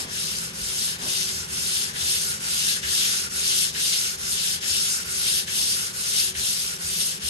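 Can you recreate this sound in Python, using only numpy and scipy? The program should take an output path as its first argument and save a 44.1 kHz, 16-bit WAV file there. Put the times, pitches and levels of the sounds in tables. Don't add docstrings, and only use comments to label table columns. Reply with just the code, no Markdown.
import sys
import numpy as np
from scipy import signal
from scipy.fft import rfft, irfft, next_fast_len
from scipy.io import wavfile
from scipy.ndimage import uniform_filter1d, map_coordinates

SR = 44100
rng = np.random.default_rng(int(sys.argv[2]) if len(sys.argv) > 2 else 0)


def to_wav(s):
    ch = np.atleast_2d(s).T
    pcm = np.round(np.clip(ch, -1, 1) * 32767)
    wavfile.write(sys.argv[1], SR, pcm.astype(np.int16))


N = 321489
TIME = np.arange(N) / SR
TOP_HZ = 15800
CREEP = 0.13

# start in seconds, level in dB,
# lean of the arm in dB, treble bite in dB, level of the hollow at the start in dB.
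STROKES = [(-0.36, -25, 5, -1.3, -33), (0.07, -26.5, 3, -1, -41), (0.527, -26, 4.5, -0.3, -44),
           (0.978, -25, 4, -1.3, -40), (1.473, -24.5, 3.5, 0.2, -42.5), (1.928, -23.5, 2.5, 1.1, -38),
           (2.393, -22.5, 4.5, -0.8, -39), (2.814, -21, 3.5, -1.2, -36), (3.293, -22.5, 5.5, -0.7, -38),
           (3.724, -22, 4, -0.9, -40), (4.171, -24.5, 5.5, -0.8, -39.5), (4.6, -22, 4, -1.6, -39),
           (5.042, -24.6, 5.5, 0.8, -38), (5.458, -23, 3.5, 0.2, -41.5), (5.927, -24.5, 5, 1.1, -39),
           (6.336, -25, 4.5, 0.5, -41.5), (6.782, -25.5, 2.5, 1.8, -43), (7.194, -29.5, 9.5, -3, -44)]


def amp(db):
    return 10 ** (np.asarray(db) / 20)


def unit(x):
    return x / np.sqrt(np.mean(x ** 2) + 1e-20)


def along(points, hz, axis=1):
    cols = np.transpose(points)
    return np.interp(np.log(hz + 1), np.log(cols[0] + 1), cols[axis])


def curve(rows):
    return np.interp(TIME, *np.transpose(rows))


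def wobble(knots_per_s):
    knots = rng.standard_normal(int(N * knots_per_s / SR) + 4)
    return map_coordinates(knots, [TIME * knots_per_s])


def filtered(x, response):
    m = next_fast_len(N + SR // 2)
    return irfft(rfft(x, m) * response(np.fft.rfftfreq(m, 1 / SR)), m)[..., :N]


def white():
    return rng.standard_normal((2, N))


def heard(pair, colour):
    # frequency in Hz, likeness of the channels 0-1, lag of the left in radians,
    # left minus right in dB.
    stereo = [(100, .99, 0, -1.5), (220, .92, .1, -1.8), (450, .55, .2, -1.1), (900, .35, 3.3, 2.4),
              (1800, .45, 3, .5), (3000, .33, 2.6, 2.9), (3900, .4, 0, 2.4), (4600, .15, 0, 3.2),
              (5300, .36, 3.3, 6.5), (6400, .5, 6.2, 4.8), (7600, .35, 6.3, 2.4), (8200, .35, 4, .7),
              (8800, .7, 6.5, 0), (9800, 1, 9.3, 0), (10500, 1, 9.6, 0), (11800, .97, 12.5, 0)]
    m = next_fast_len(N + SR // 4)
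    hz = np.fft.rfftfreq(m, 1 / SR)
    alike, lag, tilt_db = (along(stereo, hz, axis=k) for k in range(1, 4))
    common, apart = rfft(pair, m) * np.sqrt([1 + alike, 1 - alike])
    left = amp(tilt_db / 2) * np.exp(-.5j * lag)
    gain = colour(hz) / np.hypot(abs(left), 1 / abs(left))
    spectra = np.array([(common + apart) * left, (common - apart) / left])
    return unit(irfft(gain * spectra, m)[:, :N])


def progress(last_turn_s=7.62):
    turns_s = [row[0] for row in STROKES] + [last_turn_s]
    return np.interp(TIME, turns_s, np.arange(len(STROKES) + 1))


def nearness():
    return (1 - np.cos(np.pi * progress())) / 2


def speed():
    return np.abs(np.sin(np.pi * progress()))


def per_stroke(axis):
    return uniform_filter1d(np.transpose(STROKES)[axis][progress().astype(int)], SR // 20)


def grabs(axis):
    # centre in seconds, level in dB, tilt towards the rasp in dB, half length to 1/e in seconds.
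    grab_rows = [(1.194, 1, 1, 0.062), (2.113, 3, 0, 0.044), (3.036, 0.5, 3.3, 0.04),
                 (3.485, 1, 0.5, 0.045), (3.94, 1, 2, 0.03), (4.33, 3, -2, 0.025), (4.396, 0, 4.5, 0.027),
                 (4.928, 2.5, -6, 0.042), (5.04, 3, 2, 0.03), (5.27, 1.8, 6, 0.036), (6.164, 2, 2, 0.056),
                 (7.018, 3.5, 1.5, 0.022)]
    return sum(row[axis] * np.exp(-((TIME - row[0]) / row[-1]) ** 2) for row in grab_rows)


def rub(near, speed_power=0.66, lean_at=0.21, lean_width=0.22, near_db=-3,
        bite_rest_db=-4.5, bite_speed_db=2.5, bite_per_lean_db=0.65, bite_near_db=-1.5,
        rasp_db=2.2, rasp_mid_db=2.4, uneven_db=0.44, rocking_db=1, uneven_per_s=30):
    reach = np.abs(progress() % 2 - 1)
    lean_db = per_stroke(axis=2) * np.exp(-((reach - lean_at) / lean_width) ** 2)
    sliding_db = 20 * np.log10(CREEP + (1 - CREEP) * speed() ** speed_power)

    level_db = per_stroke(axis=1) + sliding_db + lean_db + grabs(axis=1)
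    level_db = level_db + near_db * (near - .5) + uneven_db * wobble(uneven_per_s)

    bite_db = per_stroke(axis=3) + bite_rest_db + bite_speed_db * speed()
    bite_db = bite_db + bite_per_lean_db * lean_db + bite_near_db * (near - .5)

    flat_db = rasp_db + rasp_mid_db * speed() ** 2 + grabs(axis=2) + rocking_db * wobble(uneven_per_s)
    return level_db, bite_db, flat_db


def scratches(per_second, spread_db, energy_life_s):
    sizes = amp(spread_db * np.minimum(rng.exponential(size=N), 6))
    energy = (rng.random(N) < per_second / SR) * sizes ** 2
    keep = np.exp(-1 / (energy_life_s * SR))
    return unit(np.sqrt(signal.lfilter([1], [1, -keep], energy)) * white())


def patches(z, size):
    field = rng.standard_normal(z.shape[1:])
    for axis, width in enumerate(size):
        field = uniform_filter1d(uniform_filter1d(field, width, axis), width, axis)
    return unit(field)


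def sanding(near, grain_db=-6, chatter_db=0.18, ring_db=1.5, ring_hz=2950, pan_db=4, patchy_db=1.27,
            dip_db=-5, dip_far_hz=3400, dip_near_hz=1780, dip_width_hz=1250,
            comb_db=0.6, far_delay_s=0.0007, near_delay_s=0.0012):
    # frequency in Hz, relative level in dB per Hz.
    grit = [(900, -32), (2150, -13.5), (2400, -11), (2750, -5.5), (4400, -6.5), (5300, -2.5), (7200, -6),
            (8400, -6.5), (9400, -1), (10100, 1.65), (11400, -7.5), (12500, -17), (13400, -39),
            (15500, -55)]
    contact = white() + amp(grain_db) * scratches(per_second=2300, spread_db=2.0, energy_life_s=0.00025)
    scrape = heard(contact, lambda hz: amp(along(grit, hz)))
    hz, t, z = signal.stft(scrape, SR, nperseg=256)
    level_db, bite_db, flat_db = rub(near)
    hz, near = hz[:, None], np.interp(t, TIME, near)
    db = np.interp(t, TIME, bite_db) * along([(6500, 0.17), (9300, 1.0)], hz)
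    rasp = along([(3400, 0.8), (5600, 0.043), (7500, -0.32), (9300, -0.064)], hz)
    db = db + np.interp(t, TIME, flat_db) * rasp
    db = db + ring_db * (near - .5) * np.exp(-((hz - ring_hz) / 500) ** 2)
    dip_hz = dip_far_hz + (dip_near_hz - dip_far_hz) * near
    db = db + dip_db * np.exp(-((hz - dip_hz) / dip_width_hz) ** 2)
    db = db + patchy_db * patches(z, size=(3, 8))
    delay_s = far_delay_s + (near_delay_s - far_delay_s) * near
    db = db + comb_db * np.cos(2 * np.pi * hz * delay_s)
    pan = pan_db * (near - .5) * along([(3500, 0.74), (5600, 1), (8000, 0)], hz)
    scrape = signal.istft(z * amp([db + pan / 2, db - pan / 2]), SR, nperseg=256)[1][:, :N]
    return scrape * amp(level_db + chatter_db * wobble(90))


def jolts(attack_s, life_s):
    # start in seconds, level in dB.
    catch_rows = [(1.5, -42), (1.955, -35), (2.425, -33), (2.828, -29), (3.745, -30.5), (4.625, -32.5),
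                  (5.476, -29.5), (6.348, -31), (7.215, -37.5)]
    since = [(np.maximum(TIME - s, 0), db) for s, db in catch_rows]
    return sum(amp(db) * (1 - np.exp(-t / attack_s)) * np.exp(-t / life_s) for t, db in since)


def hollow_drive(speed_db=-6.5, stall_speed=0.22, catch_db=-7):
    db = curve([(row[0], row[-1]) for row in STROKES]) + speed_db * speed()
    drag = amp(db) * (CREEP + (1 - CREEP) * np.tanh(speed() / stall_speed))
    return np.hypot(drag, amp(catch_db) * jolts(attack_s=0.0033, life_s=0.048))


def hollow(near, far_hz=1450, near_hz=1650, width_hz=230, level_db=1.0, flutter_db=1.9):
    tint = [(700, 0.25), (1300, 0.35), (1850, 0.57), (2500, 0.87), (4500, .2)]  # Hz, gain

    def ring(centre_hz):
        def colour(hz):
            band = 1j * hz * width_hz / (centre_hz ** 2 - hz ** 2 + 1j * hz * width_hz)
            return band * along(tint, hz)
        return amp(flutter_db * wobble(55)) * heard(white(), colour)

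    tight = near ** 2
    note = np.sqrt(1 - tight) * ring(far_hz) + np.sqrt(tight) * ring(near_hz)
    return amp(level_db) * hollow_drive() * note


def workshop(air_db=-43.0, waver_db=2, drift_rad=1.0):
    # frequency in Hz, relative level in dB.
    fan = [(120.5, -59), (161, -59.5), (173, -59.5), (210, -60.5), (378.3, -58), (527, -67.5), (819, -70)]
    # frequency in Hz, relative level in dB per Hz.
    air_colour = [(25, -33), (37, -9), (52, -6), (80, 4.5), (108, -6), (170, 2.5), (225, -2.5), (295, -12),
                  (430, -4.5), (620, -12), (1300, -8.5), (3200, -8.5), (10000, -31.5), (14000, -54)]
    tones = 0
    for hz, db in fan:
        level = amp(db + waver_db * wobble(5.5)) * np.sqrt(2)
        tones = tones + level * np.sin(2 * np.pi * hz * TIME + drift_rad * wobble(6))
    air = heard(white(), lambda hz: amp(along(air_colour, hz)))
    return tones * amp([[-.8], [.8]]) + amp(air_db) * air


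def cloth(flutter_db=0.5):
    # centre in seconds, level in dB, half length to 1/e in seconds.
    rustles = [(.02, -41.5, 0.09), (1.068, -39.5, 0.062), (2.04, -50, 0.1), (2.72, -61, .04),
               (4.673, -49, 0.048), (5.637, -49, 0.096)]
    # frequency in Hz, relative level in dB per Hz.
    cloth_colour = [(70, -15), (150, 1.5), (260, 0.5), (400, -10.5), (800, -2.5), (1300, -8.5), (4000, -54)]
    swell = sum(amp(db) * np.exp(-((TIME - s) / length_s) ** 2) for s, db, length_s in rustles)
    return swell * amp(flutter_db * wobble(70)) * heard(white(), lambda hz: amp(along(cloth_colour, hz)))


def bench(level_db=-7.5, attack_s=0.016):
    # start in seconds, relative level in dB, extra weight of the lowest mode in dB.
    thuds = [(0.601, -32.5, 15), (1.491, -31, -2.5), (2.018, -27.5, -4), (2.45, -52, -15), (2.84, -26, -7),
             (3.339, -30.5, -2), (3.679, -33, 0), (4.231, -32, 6), (4.7, -29, -2), (5.052, -35, -2),
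             (5.618, -32, -2), (5.95, -43, -3), (6.359, -28, -2), (6.84, -30, -4), (7.231, -24.5, -5)]
    # frequency in Hz, relative level in dB, 60 dB decay time in seconds.
    modes = [(54, -7, 0.21), (74.4, 1.5, 0.28), (87, -2.5, 0.16)]
    out, t = np.zeros(N + SR), np.arange(SR // 2) / SR
    for s, db, weight_db in thuds:
        ring = 0
        for k, (hz, mode_db, t60_s) in enumerate(modes):
            fall_db = mode_db + weight_db * (k == 0) + rng.normal(0, 1.2) - 60 * t / t60_s
            ring = ring + amp(fall_db) * np.sin(2 * np.pi * (hz * t + rng.random()))
        out[round(s * SR):][:len(t)] += amp(db + level_db) * ring * (1 - np.exp(-t / attack_s))
    return out[:N] * amp([[-.8], [.8]])


def catches(attack_s=0.0017, life_s=0.028, level_db=-1):
    # frequency in Hz, relative level in dB per Hz.
    scuff = [(900, -29), (1600, 2), (2150, 5), (3000, 11), (5500, -12), (9000, -20), (13000, -40)]
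    return amp(level_db) * jolts(attack_s, life_s) * heard(white(), lambda hz: amp(along(scuff, hz)))


def echo(x):
    # frequency in Hz, 60 dB decay time in seconds.
    room = [(300, 0.064), (3000, 0.2), (12000, 0.02)]
    hz, t, z = signal.stft(rng.standard_normal(SR // 2), SR, nperseg=256)
    tail = signal.istft(z * amp(-60 * t / along(room, hz)[:, None]), SR, nperseg=256)[1]
    return signal.fftconvolve(x, tail[None] / np.linalg.norm(tail), axes=1)[:, :N]


def scene(wet_db=-19):
    # time in seconds, level in dB.
    calm = [(0, 2), (2, 2.2), (4.3, 0.2), (7.3, 0.5)]
    near = nearness()
    work = sanding(near) + hollow(near) + catches()
    return work + amp(wet_db) * echo(work) + amp(curve(calm)) * workshop() + cloth() + bench()


def record(dry):
    return filtered(dry, lambda hz: hz < TOP_HZ)


dry = scene()
out = record(dry)
to_wav(out)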